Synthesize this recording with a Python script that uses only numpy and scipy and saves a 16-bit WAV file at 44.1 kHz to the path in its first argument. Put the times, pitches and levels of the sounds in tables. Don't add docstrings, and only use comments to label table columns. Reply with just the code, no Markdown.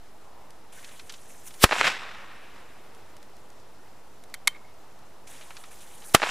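import sys
import numpy as np
from scipy import signal
from scipy.io import wavfile

SR = 44100
rng = np.random.default_rng(int(sys.argv[2]) if len(sys.argv) > 2 else 0)


def log_audio(samples):
    frames = np.atleast_2d(samples).T
    limited = np.clip(frames, -1, 1)
    pcm = np.round(limited * 32767).astype(np.int16)
    wavfile.write(sys.argv[1], SR, pcm)


def gain_from_db(level_db):
    decades = np.asarray(level_db, float) / 20
    return 10 ** decades


N = 277973
SIDES = np.array([[1], [-1]])

# f/Hz, likeness/0..1
FAR_LIKENESS = [(60, 1), (240, 0.6), (950, 0.82), (3770, 0.65), (15000, 0.59)]
NEAR_LIKENESS = [(60, 1), (240, 0.87), (950, 0.987), (3770, 0.9445), (15000, 1)]

# f/Hz, density/dB per Hz (relative)
TRAFFIC_SPECTRUM = [(26, -32.5), (45, -1.5), (120, -4.5), (250, -6), (440, -4), (498, -6.5), (606, -5),
                    (813, -5.5), (942, -7), (2390, -18), (6700, -23), (15800, -30.5)]
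# t/s, half length/s, level near tyre pitch/dB, level over all/dB
CAR_PASSES = [(0.357, 0.192, 8.5, 0), (2.7, 0.87, -0.5, 1.5), (6.3, 2.2, 3.5, 0.5)]
TRAFFIC_DB, TYRE_HZ, TYRE_OCTAVES = -52, 900, 0.19

# t/s, peak/dB
TICKS = [(0.5053, -39.5), (2.948, -42), (3.1667, -39), (3.2281, -39.5), (3.3665, -45), (3.5019, -43),
         (3.5985, -43.5), (4.2374, -38.5), (4.2996, -45), (4.9899, -47)]
TICK_HZ, TICK_T60_S = 4150, 0.0173

# lit/s, out/s, first flare/dB, steady burn/dB, climb towards the charge/dB per s
FUSES = [(0.719, 1.63, -52, -65.5, 13), (5.266, 6.137, -50.5, -64.5, 7)]
# f/Hz, density/dB per Hz (relative)
HISS_SPECTRUM = [(3500, -24), (4700, -9), (6700, 5), (9500, 5), (13400, -7), (17000, -7)]
ROAR_SPECTRUM = [(900, -8.5), (1600, -3), (2500, -2.5), (4000, -4), (6000, -21)]
# t/s, length/s, level/dB
FLARES = [(1.456, .04, 9.5), (5.699, 0.354, 4.5), (6.039, .1, 10)]
# t/s, peak/dB, centre f/Hz
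SPITS = [(.8445, -33.5, 2820), (.8894, -41.5, 2230), (.914, -41.5, 1900), (0.9947, -33, 2270),
         (1.0944, -29, 3290), (1.099, -28.5, 2270), (1.122, -32.5, 5500), (1.138, -32, 2580),
         (1.4735, -44, 5000), (1.5064, -36, 2200), (1.5385, -39, 2790), (5.273, -37, 3121),
         (5.41, -34, 2050), (5.5056, -30.5, 1330), (5.567, -29, 2770), (5.6375, -34.5, 1900),
         (5.827, -43, 1820), (6.02, -38.5, 2210), (6.038, -40, 2250)]
CATCH_S, FIRST_FLARE_T60_S, FLARE_EDGE_S, SPIT_T60_S = 0.01, 2.754, 0.012, 0.049
ROAR_DB, ROAR_FADE_DB_PER_S, AIRY_DB_PER_OCTAVE_S = -1, 6.5, 11.5

# end t/s, end level/dB, rise/dB per s
PRE_ECHOES = [(1.6391, -11, 898.5), (6.1457, -14, 3500)]
# f/Hz, density/dB per Hz (relative)
PRE_ECHO_SPECTRUM = [(600, -5.5), (1500, -3), (3500, 1.5), (6000, -3), (10500, -1), (13000, -2.5),
                     (15500, -14)]

# t/s, pressure/dB, positive phase/ms, lean/dB (left +, right -), all that is thrown back/dB
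BLASTS = [(1.6397, 33, 0.5, -1.5, 0), (6.1472, 29.5, .33, 5, -1)]
# level/dB, f/Hz, lean/dB (left +, right -)
HEAVES = [(22, 53, -0.5), (7.96, 74, -1.5)]
# f/Hz, density/dB per Hz (relative)
SCATTER_SPECTRUM = [(150, -5), (500, -1), (1500, 2.5), (3000, -5), (6000, -10.5), (11000, -15.5),
                    (16000, -26)]
SCATTER_DB, SCATTER_T60_S = 25, 0.06

# delay/s, level/dB
SLAPS = [(.0518, 5), (0.0549, 3), (0.0717, 12.5), (.0815, 8), (.085, 11), (0.0897, 8.5), (.1, -1.5),
         (.1235, -8), (.1724, 0.5), (.179, -7.5), (.204, -18.5), (.234, -11), (.413, -26.5)]
# delay of top/s, level/dB, rise over 60 dB/s, t60/s, treble tilt/dB per octave
THICKETS = [(.015, -8, 0.62, .045, 0), (.045, -14.5, 0.39, .33, 11.5), (.075, -6.5, 0.04, .2, -3.5),
            (.176, -19.5, 0.2442, .08, -9), (.207, -22, 0.09, 0.1521, -2.5), (.236, -20.5, 0.34, .23, 5),
            (.3, -34.5, 1, 1.6, 1), (0.598, -46.5, 3.0, 4.52, -2.5), (.92, -52.5, 0.02, 0.53, 16)]
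# f/Hz, density/dB per Hz (relative)
ROLL_SPECTRUM = [(35, -47), (60, -25), (210, -20.5), (291, -21), (1120, -7.5), (1830, -7.5), (2470, -8.5),
                 (7030, -24.5), (12000, -41), (15500, -69)]
AIR_DB_PER_OCTAVE_S = 15.5

# t/s, contact level/dB, steady part/s, t60/s
LIGHTER_SNAPS = [(4.3406, -29.5, 0.00073, 0.0238), (4.4732, -15, .005, 0.013),
                 (4.4846, -47.5, 0.0015, 0.118)]
# f/Hz, level/dB, t60/s
LIGHTER_MODES = [(1040, -14.5, 0.0069), (1405, -8, 0.00507), (2175, -6, 0.0116), (3125, -35.5, 0.099),
                 (3336, -11.5, 0.0042), (4397, -9, 0.00526), (5914, -9, 0.00312), (7690, -6.5, 0.00261),
                 (9820, -5, 0.00196), (12930, -7, 0.00089)]

LIMIT_DB, ATTACK_S, RELEASE_DB_PER_S = -3, 0.0037, 250
TOP_HZ, OFFSET = 16200, 0.0091


def rms_one(x):
    return x / np.sqrt(np.mean(x ** 2) + 1e-20)


def at_hz(points, hz):
    table_hz, values = np.transpose(points)
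    return np.interp(np.log(hz), np.log(table_hz), values)


def power_sum(db):
    return 10 * np.log10(np.sum(gain_from_db(db) ** 2, axis=0) + 1e-20)


def gate(start_s, end_s, edge_s):
    t = np.arange(N) / SR
    return np.clip(np.minimum(t - start_s, end_s - t) / edge_s, 0, 1)


def add(out, x, s):
    i = round(s * SR)
    out[..., i:i + x.shape[-1]] += x[..., :out.shape[-1] - i]


def drift(corner_hz, size):
    knots = rng.standard_normal(int(size / SR * 200) + 2)
    r = np.exp(-2 * np.pi * corner_hz / 200)
    slow = rms_one(signal.lfilter([1], [1, -r], knots))
    return np.interp(np.arange(size) / SR * 200, np.arange(len(knots)), slow)


def coloured(spectrum, likeness, size, extra_db=lambda hz: 0, patchy_db=0, grain_db=0):
    edges_hz = 22 * 2 ** np.arange(0, 9.6, 0.5)
    grains = gain_from_db(grain_db * np.minimum(rng.exponential(1, size), 4))
    white = rng.standard_normal((2, 2, size)) * grains
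    out, power = 0, 0
    for k, (low, high) in enumerate(zip(edges_hz, edges_hz[1:])):
        hz = np.sqrt(low * high)
        if not spectrum[0][0] / 1.5 < hz < spectrum[-1][0] * 1.5:
            continue
        sos = signal.butter(2, [low, high], "band", fs=SR, output="sos")
        mid, side = signal.sosfilt(sos, white[k % 2])
        alike = np.clip(at_hz(likeness, hz), 0, 1)
        stereo = np.sqrt(1 + alike) * mid + np.sqrt(1 - alike) * side * SIDES
        band = gain_from_db(at_hz(spectrum, hz)) * stereo
        power += np.mean(band ** 2)
        out = out + band * gain_from_db(extra_db(hz) + patchy_db * drift(12, size))
    return out / np.sqrt(power)


def puffs(events, wide):
    out, t = np.zeros(N), np.arange(3000) / SR
    for s, db, hz, t60 in events:
        edges_hz = [hz / wide, min(hz * wide, 0.45 * SR)]
        shape = gain_from_db(-60 * t / t60) * np.minimum(t / (0.0215 * t60), 1)
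        sos = signal.butter(2, edges_hz, "band", fs=SR, output="sos")
        puff = signal.sosfilt(sos, rng.standard_normal(3000) * shape)
        add(out, gain_from_db(db) * puff / np.abs(puff).max(), s)
    return out


def traffic():
    s, half_s, tyre_db, db = np.transpose(CAR_PASSES)[..., None]
    near = np.exp(-((np.arange(N) / SR - s) / half_s) ** 2)
    tyres_db = np.sum(tyre_db * near, axis=0)
    all_db = np.sum(db * near, axis=0)

    def swell_db(hz):
        return all_db + tyres_db * np.exp(-(np.log2(hz / TYRE_HZ) / TYRE_OCTAVES) ** 2)

    return gain_from_db(TRAFFIC_DB) * coloured(TRAFFIC_SPECTRUM, FAR_LIKENESS, N, swell_db, patchy_db=0.9455)


def ticks():
    return puffs([(s, db, TICK_HZ, TICK_T60_S) for s, db in TICKS], wide=2.33)


def fuses():
    t, level, burnt_s = np.arange(N) / SR, np.zeros(N), np.zeros(N)
    for lit_s, out_s, first_db, steady_db, climb in FUSES:
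        since = np.clip(t - lit_s, 0, out_s - lit_s)
        burning = gate(lit_s, out_s, CATCH_S)
        flare_dying_db = first_db - 60 * since / FIRST_FLARE_T60_S
        level += burning * gain_from_db(power_sum([flare_dying_db, steady_db + climb * since]))
        burnt_s += since * (burning > 0)
    flare_db = sum(db * gate(s, s + length, FLARE_EDGE_S) for s, length, db in FLARES)

    def airy_db(hz):
        return AIRY_DB_PER_OCTAVE_S * burnt_s * max(np.log2(hz / 9000), 0)

    hiss = coloured(HISS_SPECTRUM, NEAR_LIKENESS, N, airy_db, patchy_db=2.5, grain_db=4.5)
    roar = coloured(ROAR_SPECTRUM, NEAR_LIKENESS, N, patchy_db=4.0, grain_db=4.5)
    roar = roar * gain_from_db(ROAR_DB - ROAR_FADE_DB_PER_S * burnt_s)
    spits = puffs([(*spit, SPIT_T60_S) for spit in SPITS], wide=2.043)
    return level * gain_from_db(flare_db) * (hiss + roar) + spits


def pre_echo():
    out, to_end_s = np.zeros((2, N)), np.arange(4096)[::-1] / SR
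    for s, db, rise in PRE_ECHOES:
        smear = coloured(PRE_ECHO_SPECTRUM, NEAR_LIKENESS, 4096)
        add(out, smear * gain_from_db(db - rise * to_end_s), s - 4096 / SR)
    return out


def blasts():
    out, t = np.zeros((2, N)), np.arange(4096) / SR
    for (s, db, phase_ms, pan_db, back_db), (heave_db, heave_hz, lean_db) in zip(BLASTS, HEAVES):
        phase = t * 1000 / phase_ms
        add(out, gain_from_db(db + pan_db * SIDES) * (1 - phase) * np.exp(-0.8 * phase), s)
        heave = np.sin(2 * np.pi * np.minimum(t * heave_hz, 0.5))
        add(out, gain_from_db(heave_db + lean_db * SIDES) * heave, s + 0.0013)
        scatter = coloured(SCATTER_SPECTRUM, NEAR_LIKENESS, 4096, lambda hz: -60 * t / SCATTER_T60_S)
        add(out, gain_from_db(SCATTER_DB + back_db) * scatter * np.minimum(t / 0.002, 1), s)
    return out


def garden_echo():
    size = round(1.6 * SR)
    since = np.arange(size) / SR
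    top_s, db, rise_s, t60, tilt_db = np.transpose(THICKETS)[..., None]
    swells_db = db - 60 * np.maximum((top_s - since) / rise_s, (since - top_s) / t60)
    lumps_db = 2.1 * drift(70, size) * np.exp(-since / 0.9)

    def roll_db(hz):
        octaves = np.log2(1 + (hz / 4000) ** 2) / 2
        return lumps_db + power_sum(swells_db + (tilt_db - AIR_DB_PER_OCTAVE_S * since) * octaves)

    roll = coloured(ROLL_SPECTRUM, NEAR_LIKENESS, size, roll_db, patchy_db=1.5, grain_db=3.5)
    clicks, t = np.zeros((2, size)), np.arange(300) / SR
    for s, slap_db in SLAPS:
        chance = rng.standard_normal(300)
        rough = signal.unit_impulse(300) + 0.14 * chance * gain_from_db(-60 * t / 0.015)
        add(clicks, gain_from_db(slap_db + chance[0] * SIDES) * rough, s)
    wall = np.vstack([signal.butter(2, [400, 2200], "band", fs=SR, output="sos"),
                      signal.butter(2, 7000, fs=SR, output="sos")])
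    peak = signal.sosfilt(wall, signal.unit_impulse(64)).max()
    return roll - signal.sosfilt(wall, clicks + 1e-18) / peak


def resonate(x, hz, t60):
    r, w = gain_from_db(-60 / (t60 * SR)), 2 * np.pi * hz / SR
    return signal.lfilter([0, np.sin(w)], [1, -2 * r * np.cos(w), r * r], x)


def lighter():
    rattle, t = np.zeros(N), np.arange(4000) / SR
    for s, db, hold_s, t60 in LIGHTER_SNAPS:
        contacts = rng.standard_normal(4000) * (rng.random(4000) < 0.3)
        add(rattle, gain_from_db(db - 60 * np.maximum(t - hold_s, 0) / t60) * contacts, s)
    rung = np.zeros(N)
    for k, (hz, db, t60) in enumerate(LIGHTER_MODES):
        rung += gain_from_db(db) * (-1) ** k * resonate(rattle + 1e-18, hz, t60)
    return signal.sosfilt(signal.butter(2, [600, 15500], "band", fs=SR, output="sos"), rung)


def scene():
    echo, snaps = garden_echo(), lighter()
    out = traffic() + ticks() + fuses() + pre_echo() + blasts() + snaps
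    for s, _, _, _, back_db in BLASTS:
        add(out, gain_from_db(back_db) * echo, s)
    first_s = LIGHTER_SNAPS[0][0]
    near = snaps[round(first_s * SR):][:8192]
    add(out, gain_from_db(-65) * signal.fftconvolve(echo, near[None], axes=1), first_s)
    return out


def gain_control(x):
    over_db = 20 * np.log10(np.abs(x).max(axis=0) + 1e-9) - LIMIT_DB
    ramp_db = RELEASE_DB_PER_S * np.arange(N) / SR
    held_db = np.maximum(np.maximum.accumulate(over_db + ramp_db) - ramp_db, 0)
    r = np.exp(-1 / (ATTACK_S * SR))
    return x * gain_from_db(-signal.lfilter([1 - r], [1, -r], held_db))


def band_limit(x):
    return signal.sosfilt(signal.butter(12, 16090, fs=SR, output="sos"), x)


def record(dry):
    x = signal.sosfilt(signal.butter(1, 22, "high", fs=SR, output="sos"), dry)
    x = gain_control(x)
    x = x / (1 + np.abs(x) ** 4) ** 0.25
    x = signal.sosfilt(signal.cheby2(10, 50, TOP_HZ, fs=SR, output="sos"), x)
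    return band_limit(x * 0.8164 + OFFSET)


dry = scene()
out = record(dry)
log_audio(out)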